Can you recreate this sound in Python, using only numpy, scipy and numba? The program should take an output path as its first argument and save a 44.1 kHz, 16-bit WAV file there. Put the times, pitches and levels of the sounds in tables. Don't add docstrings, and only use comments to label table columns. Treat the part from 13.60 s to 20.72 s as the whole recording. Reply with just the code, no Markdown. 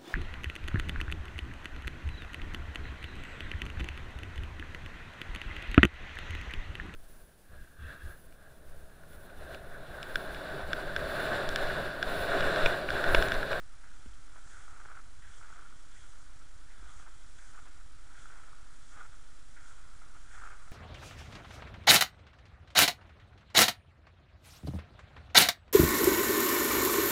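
import sys
import numpy as np
from scipy import signal
from scipy.fft import rfft, irfft
from scipy.io import wavfile
from scipy.ndimage import uniform_filter1d
from numba import njit

SR = 44100
rng = np.random.default_rng(int(sys.argv[2]) if len(sys.argv) > 2 else 0)


def voltage_ratio(level):
    return 10 ** (np.asarray(level, float) / 20)


def transcribe(u):
    v = np.clip(np.atleast_2d(u).T, -1, 1)
    q = np.round(v * 32767).astype(np.int16)
    wavfile.write(sys.argv[1], SR, q)


N = 313945


def level(x, db):
    return x * voltage_ratio(db) / np.sqrt(np.mean(x ** 2))


@njit
def bandpass(x, hz, width):
    y, b, l = np.empty(len(x)), 0., 0.
    for i in range(len(x)):
        g = np.tan(np.pi * hz[i] / SR)
        k = width / hz[i]
        v = (b + g * (x[i] - l)) / (1 + g * (g + k))
        b, l, y[i] = 2 * v - b, l + 2 * g * v, k * v
    return y


def resonance(x, hz, width_hz):
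    centre = hz * np.ones(N)
    once = bandpass(x, centre, float(width_hz))
    return bandpass(once, centre, float(width_hz))


def walk(rate_hz):
    k = int(SR / rate_hz)
    held = np.repeat(rng.standard_normal(N // k + 1), k)
    return 1.3 * uniform_filter1d(uniform_filter1d(held, k), k)[:N]


def coloured(spectrum):
    hz, db = np.transpose(spectrum)
    f = np.maximum(np.fft.rfftfreq(N, 1 / SR), 1)
    gain = voltage_ratio(np.interp(np.log(f), np.log(hz), db))
    return irfft(rfft(rng.standard_normal(N)) * gain, N)


def grit(per_s, spread_db):
    hit = rng.random(N) < per_s / SR
    strength = voltage_ratio(spread_db * np.minimum(rng.exponential(size=N), 4))
    return hit * rng.standard_normal(N) * strength


def add(out, s, burst):
    i = int(s * SR)
    out[i:i + len(burst)] += burst[:N - i]


def ring(hz, t60_s, rise_s):
    t = np.arange(int(t60_s * SR)) / SR
    decay = np.exp(-np.log(1000) * t / t60_s)
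    return np.sin(2 * np.pi * hz * t) * decay * (1 - np.exp(-t / rise_s))


def swell(s, db, rise_s, fall_s):
    late = np.arange(N) / SR - s
    return voltage_ratio(db - 10 * np.maximum(-late / max(rise_s, .003), late / max(fall_s, .003)))


FRAME_HZ = 30
STORAGE_WRITES = [
    (.92, 3.27, 7),
    (25.47, 3.69, 5),
    (43.14, 3.44, 11),
    (82.29, 3.06, 6),
    (102.46, 3.27, 5),
    (120.45, 3.22, 7),
    (144.23, 3.06, 6),
    (164.47, 3.06, 4),
    (176.46, 3.36, 6),
    (195.78, 3.69, 5),
]


def supply():
    frames = np.arange(N) / SR * FRAME_HZ
    phase = (frames - .035) % 1
    drain = np.exp(-phase / 0.23)
    climb = np.clip((phase - .57) / 0.352, 0, 1)
    out = voltage_ratio(-45.5) * uniform_filter1d(drain + climb, size=60)
    after = np.arange(int(3 * SR / FRAME_HZ)) / SR * FRAME_HZ
    sag = np.minimum(after / 0.17, 1) * np.exp(-np.maximum(after - .19, 0) / 0.46)
    writes = np.concatenate([np.round(first + every * np.arange(count))
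                             for first, every, count in STORAGE_WRITES])
    for frame, size in zip(writes, voltage_ratio(1.2 * rng.standard_normal(len(writes)))):
        add(out, (frame + .755) / FRAME_HZ, -voltage_ratio(-40.5) * size * sag)
    return out - out.mean()


CLOCK_BEAT_HZ = 100 / 3
CLOCK_HZ = [3932.83, 4800, 5000, 5600, 7400, 7865.66, 9600]
# level_db [dB rms], lower_sideband_db, upper_sideband_db [dB re tone]
CLOCK_DB = [(-85, -30, -30), (-91, -20, -20), (-95, -20, -20), (-83, -9, -6), (-82, -8, -11),
            (-93, -20, -20), (-94, -20, -20)]


def whines():
    t, out = np.arange(N) / SR, 0
    for hz, (db, low_db, high_db) in zip(CLOCK_HZ, CLOCK_DB):
        for step, step_db in ((0, 0), (-1, low_db), (1, high_db)):
            cycles = (hz + step * CLOCK_BEAT_HZ) * t + rng.random()
            out = out + np.sqrt(2) * voltage_ratio(db + step_db) * np.sin(2 * np.pi * cycles)
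    return out


# pitch_hz [Hz], level_db [dB per Hz]
HISS_SPECTRUM = [(88, -16.5), (150, -3.5), (193, -8.5), (276, -3.5), (400, -12.5), (600, -12),
                 (1050, -11.5), (1400, -7.5), (1900, -10), (2760, -15.5), (3300, -15.5), (4500, -15.5),
                 (7200, -17), (11000, -17.5)]


def floor():
    hiss = coloured(HISS_SPECTRUM) * voltage_ratio(0.29 * walk(25))
    beat = 2 * np.pi * CLOCK_BEAT_HZ * np.arange(N) / SR
    chop = .24 * np.sin(beat) + .17 * np.sin(2 * beat)
    return level(hiss + chop * resonance(hiss, 6500, 12000), -62)


# pitch_hz [Hz], level_db [dB per Hz]
AIR_SPECTRUM = [(2, -18), (6, -8), (15, 8.5), (40, 0), (80, -2), (150, -30), (300, -68)]


def air():
    return level(coloured(AIR_SPECTRUM) * voltage_ratio(2.5 * walk(3.91)), -61.5)


# start_s [s], peak_db [dB]
STRIDES = [
    (.121, -45),
    (.881, -43.5),
    (1.601, -48.5),
    (2.321, -43.5),
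    (3.121, -54),
    (3.741, -47),
    (4.501, -47),
    (5.221, -46),
    (5.901, -53),
    (6.621, -46),
]


def heave():
    out = np.zeros(N)
    for s, db in STRIDES:
        add(out, s, -voltage_ratio(db) * ring(hz=3.6, t60_s=1.3, rise_s=0.026))
    return out


# start_s [s], peak_db [dB], pitch_hz [Hz], t60_s [s]
KNOCKS = [(0.4599, -42.5, 244, 0.034), (0.46, -55, 370, 0.043), (0.472, -40, 49, 0.35),
          (0.94, -50.5, 64, 0.26), (2.421, -47, 62, 0.18), (3.199, -44, 42.59, 0.33),
          (3.226, -51, 320, 0.029), (3.247, -43.5, 54, 0.16), (3.362, -46, 60.5, 0.19),
          (3.478, -50, 980, 0.02), (3.8, -61, 1150, 0.019), (6.801, -50, 36, 0.26)]
# start_s [s], peak_db [dB], pitch_hz [Hz], t60_s [s]
TICKS = [
    (.4598, -46, 1450, .008),
    (.4603, -50, 2900, .005),
    (.535, -53, 3220, .012),
    (.7587, -51, 750, .015),
    (1.6222, -51, 1400, .015),
    (2.818, -50, 1370, .015),
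    (3.7858, -49, 1480, .015),
    (3.787, -54, 3400, .02),
    (5.9723, -50, 1500, .015),
    (6.119, -48, 1380, .015),
]


def knocks():
    out = np.zeros(N)
    for s, db, hz, t60_s in KNOCKS + TICKS:
        add(out, s, voltage_ratio(db) * ring(hz, t60_s, rise_s=0.13 / hz))
    return out


# start_s [s], level_db [dB rms], pitch_hz [Hz], decay_s [s]
SET_DOWNS = [
    (0.239, -67, 1700, .04),
    (0.914, -67, 1690, 0.09),
    (1.62, -60, 1690, 0.093),
    (2.36, -63, 1940, 0.047),
    (3.099, -58, 1780, 0.034),
    (3.785, -61, 1870, 0.045),
    (4.55, -69, 1660, 0.056),
    (5.967, -56.5, 1830, 0.023),
    (6.706, -63, 1660, 0.069),
]


def scuffs():
    out = np.zeros(N)
    t = np.arange(int(.25 * SR)) / SR
    for s, db, hz, decay_s in SET_DOWNS:
        scrape = rng.standard_normal(len(t))
        for _ in range(2):
            scrape = bandpass(scrape, hz + 0 * t, 750.0)
        add(out, s, level(scrape, db) * np.exp(-t / decay_s))
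    return out


# peak_s [s], grit_db [dB], rise_s, fall_s [s per 10 dB]
LOADS = [(.22, -67, .15, .4), (.96, -64.5, 0.3, .3), (1.15, -64, 0.12, 0.28), (1.4, -63, 0.14, 0),
         (1.64, -69.5, .02, 0.2), (1.84, -66, .08, 0.06), (2.0, -62, 0.08, .14), (2.4, -70.5, .2, 0.4),
         (2.7, -73.5, 0.3, 0.04), (3.29, -59, 0.15, 0.07), (3.4, -63.5, .06, 0.26), (3.8, -65.5, .015, 0.2),
         (3.96, -61, 0.02, -0.02), (4.09, -71, 0.1, -0.03), (4.22, -74, 0.16, -0.03),
         (4.6, -61.5, 0.18, 0.15), (4.72, -60, 0.03, 0.37), (5.399, -57, 0.03, 0.02),
         (5.53, -68, 0.07, 0.13), (5.98, -65.5, 0.03, 0.33), (6.13, -70, 0.14, 0.5),
         (6.42, -62, -0.33, 0.04), (6.77, -65, 0.08, -0.44), (6.88, -56, 0.12, 0.17),
         (7.02, -58, -0.52, -0.75)]


def load():
    return sum(swell(*row) for row in LOADS)


CASE_RING_HZ = 1317
PEBBLES_PER_S, PEBBLE_SPREAD_DB = 30, 5
# start_s [s], peak_db [dB], pitch_hz [Hz]
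STONES = [(0.2414, -44, 1470), (0.3147, -48, 1470), (0.7585, -45, 1270), (0.9882, -53, 1310),
          (1.0801, -41.5, 1380), (1.1268, -47, 1210), (1.2, -43, 1350), (1.2858, -41, 1350),
          (1.3154, -48, 1320), (1.3764, -53, 1360), (1.8135, -42, 1350), (1.926, -41, 1370),
          (1.9917, -39, 1390), (2.0235, -44, 1260), (2.061, -47, 1350), (2.1251, -43.5, 1350),
          (2.5336, -49, 1330), (3.9449, -49, 1310), (3.9756, -43, 1230), (4.2113, -46.5, 1390),
          (4.6556, -42, 1380), (4.6995, -45, 1400), (4.9303, -44.5, 1320), (6.0945, -55, 1530),
          (6.7775, -42, 1290), (6.8213, -38.5, 1260), (6.8363, -37, 1400), (6.8628, -38, 1340),
          (6.8737, -36.5, 1410), (6.9136, -49, 1340)]


def stones():
    out, press = np.zeros(N), load()
    t = np.arange(int(.02 * SR)) / SR
    shape = (t / 0.0017 * np.exp(1 - t / 0.0013)) ** 2
    thud = voltage_ratio(-19) * np.sin(2 * np.pi * 800 * t)

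    def blow(hz):
        return shape * (np.sin(2 * np.pi * hz * t) + thud)

    for s, db, hz in STONES:
        add(out, s, voltage_ratio(db + 2.5) * blow(hz))
    for when, size, pitch in rng.random((int(PEBBLES_PER_S * N / SR), 3)):
        gain = press[int(when * N)] * voltage_ratio(PEBBLE_SPREAD_DB * size)
        add(out, when * N / SR, gain * blow(CASE_RING_HZ * (0.89 + .25 * pitch)))
    return out


# start_s [s], length_s [s], grit_db [dB], thud_db [dB]
RATTLES = [(0.757, .03, -76, -63.5), (1.201, 0.019, -58, -68), (1.251, 0.011, -56.5, -59.5),
           (1.3, 0.03, -55, -63.5), (1.353, 0.024, -55, -65), (1.39, 0.013, -56.5, -70),
           (1.81, 0.19, -66, -71), (1.885, .02, -68, -68), (2.053, 0.012, -60, -74),
           (2.813, 0.02, -62.5, -79), (3.466, 0.026, -68, -67), (3.979, 0.022, -57, -65),
           (4.056, 0.02, -64, -62.5), (4.557, .03, -65, -89), (5.345, 0.12, -61, -64.5),
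           (5.322, 0.018, -58.5, -69), (5.411, 0.0099, -55, -68), (0.917, 0.11, -66, -89),
           (6.55, 0.023, -62, -67), (6.798, 0.086, -60, -64.5), (6.733, 0.061, -61, -69),
           (6.907, .025, -57, -66), (7.073, 0.0091, -66, -68)]


def rattles():
    t, edge_s = np.arange(N) / SR, .002
    on = [np.clip(np.minimum(t - s, s + long - t) / edge_s + 1, 0, 1) for s, long, *_ in RATTLES]
    return voltage_ratio(np.array(RATTLES)[:, 2:].T) @ on


# peak_s [s], spray_db [dB], bearing_db [dB], length_s [s per 10 dB]
PUSHES = [
    (.4, -72, -77.5, 0.45),
    (.93, -64, -75.5, 0.27),
    (1.747, -67.5, -72.5, 0.33),
    (2.394, -67, -73.5, 0.31),
    (3.307, -68, -73, 0.44),
    (3.86, -67.5, -76.5, 0.24),
    (4.605, -66.5, -72, 0.24),
    (5.304, -68, -77.5, 0.5),
    (6.064, -68.5, -74, 0.19),
    (6.738, -66, -74.5, 0.34),
]


def push_gain(column):
    return sum(swell(row[0], row[column], 0.46 * row[3], row[3]) for row in PUSHES)


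def wheels():
    t, grit_gain = np.arange(N) / SR, load()
    lift = sum(np.exp(-abs(t - s) / np.where(t < s, .05, 0.096)) for s, *_ in SET_DOWNS)
    ring_hz = CASE_RING_HZ + 170 * lift
    chatter_gain, thud_gain = rattles()
    dull_gain = voltage_ratio(-81) + voltage_ratio(-65.5) * grit_gain / voltage_ratio(-59.5) + thud_gain
    spray_gain = voltage_ratio(-81.5) + push_gain(column=1)
    bearing_gain = voltage_ratio(-83.5) + push_gain(column=2)

    road = grit(per_s=2500., spread_db=1.4) * voltage_ratio(1.8 * walk(110))
    road = road / np.sqrt(uniform_filter1d(road ** 2, size=1100) + 1e-9)
    road = signal.sosfilt(signal.butter(4, 2300, fs=SR, output="sos"), road)
    wide = level(resonance(road, 1904, 1300), 0)
    hollow = level(resonance(road, ring_hz, 485), 0) + voltage_ratio(-12.5) * wide

    tread = level(road, -3) + level(rng.standard_normal(N), 3)
    chatter = level(resonance(tread, ring_hz, 400), 0) + voltage_ratio(-18) * wide
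    dull = level(resonance(tread, 920, 910), 0) + level(resonance(tread, 500, 490), -11.5)

    droplets = rng.standard_normal(N) * voltage_ratio(1.25 * walk(25))
    spray = level(resonance(droplets, 6980, 4500), 0)
    rolling = rng.standard_normal(N) * voltage_ratio(1.54 * walk(35))
    bearing = level(resonance(rolling, 3307, 590), 0)

    out = (grit_gain + voltage_ratio(-76.0)) * hollow + chatter_gain * chatter + dull_gain * dull
    return out + spray_gain * spray + bearing_gain * bearing


def scene():
    body = air() + heave() + knocks()
    return (wheels() + stones() + scuffs() + body + floor())[None]


def band_limit(x):
    return signal.sosfilt(signal.butter(12, 11160, fs=SR, output="sos"), x)


def record(dry):
    top = signal.butter(12, 10634, fs=SR, output="sos")
    limited = signal.sosfiltfilt(top, dry + whines())
    return band_limit(limited + supply() + .0133)


dry = scene()
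out = record(dry)
transcribe(out)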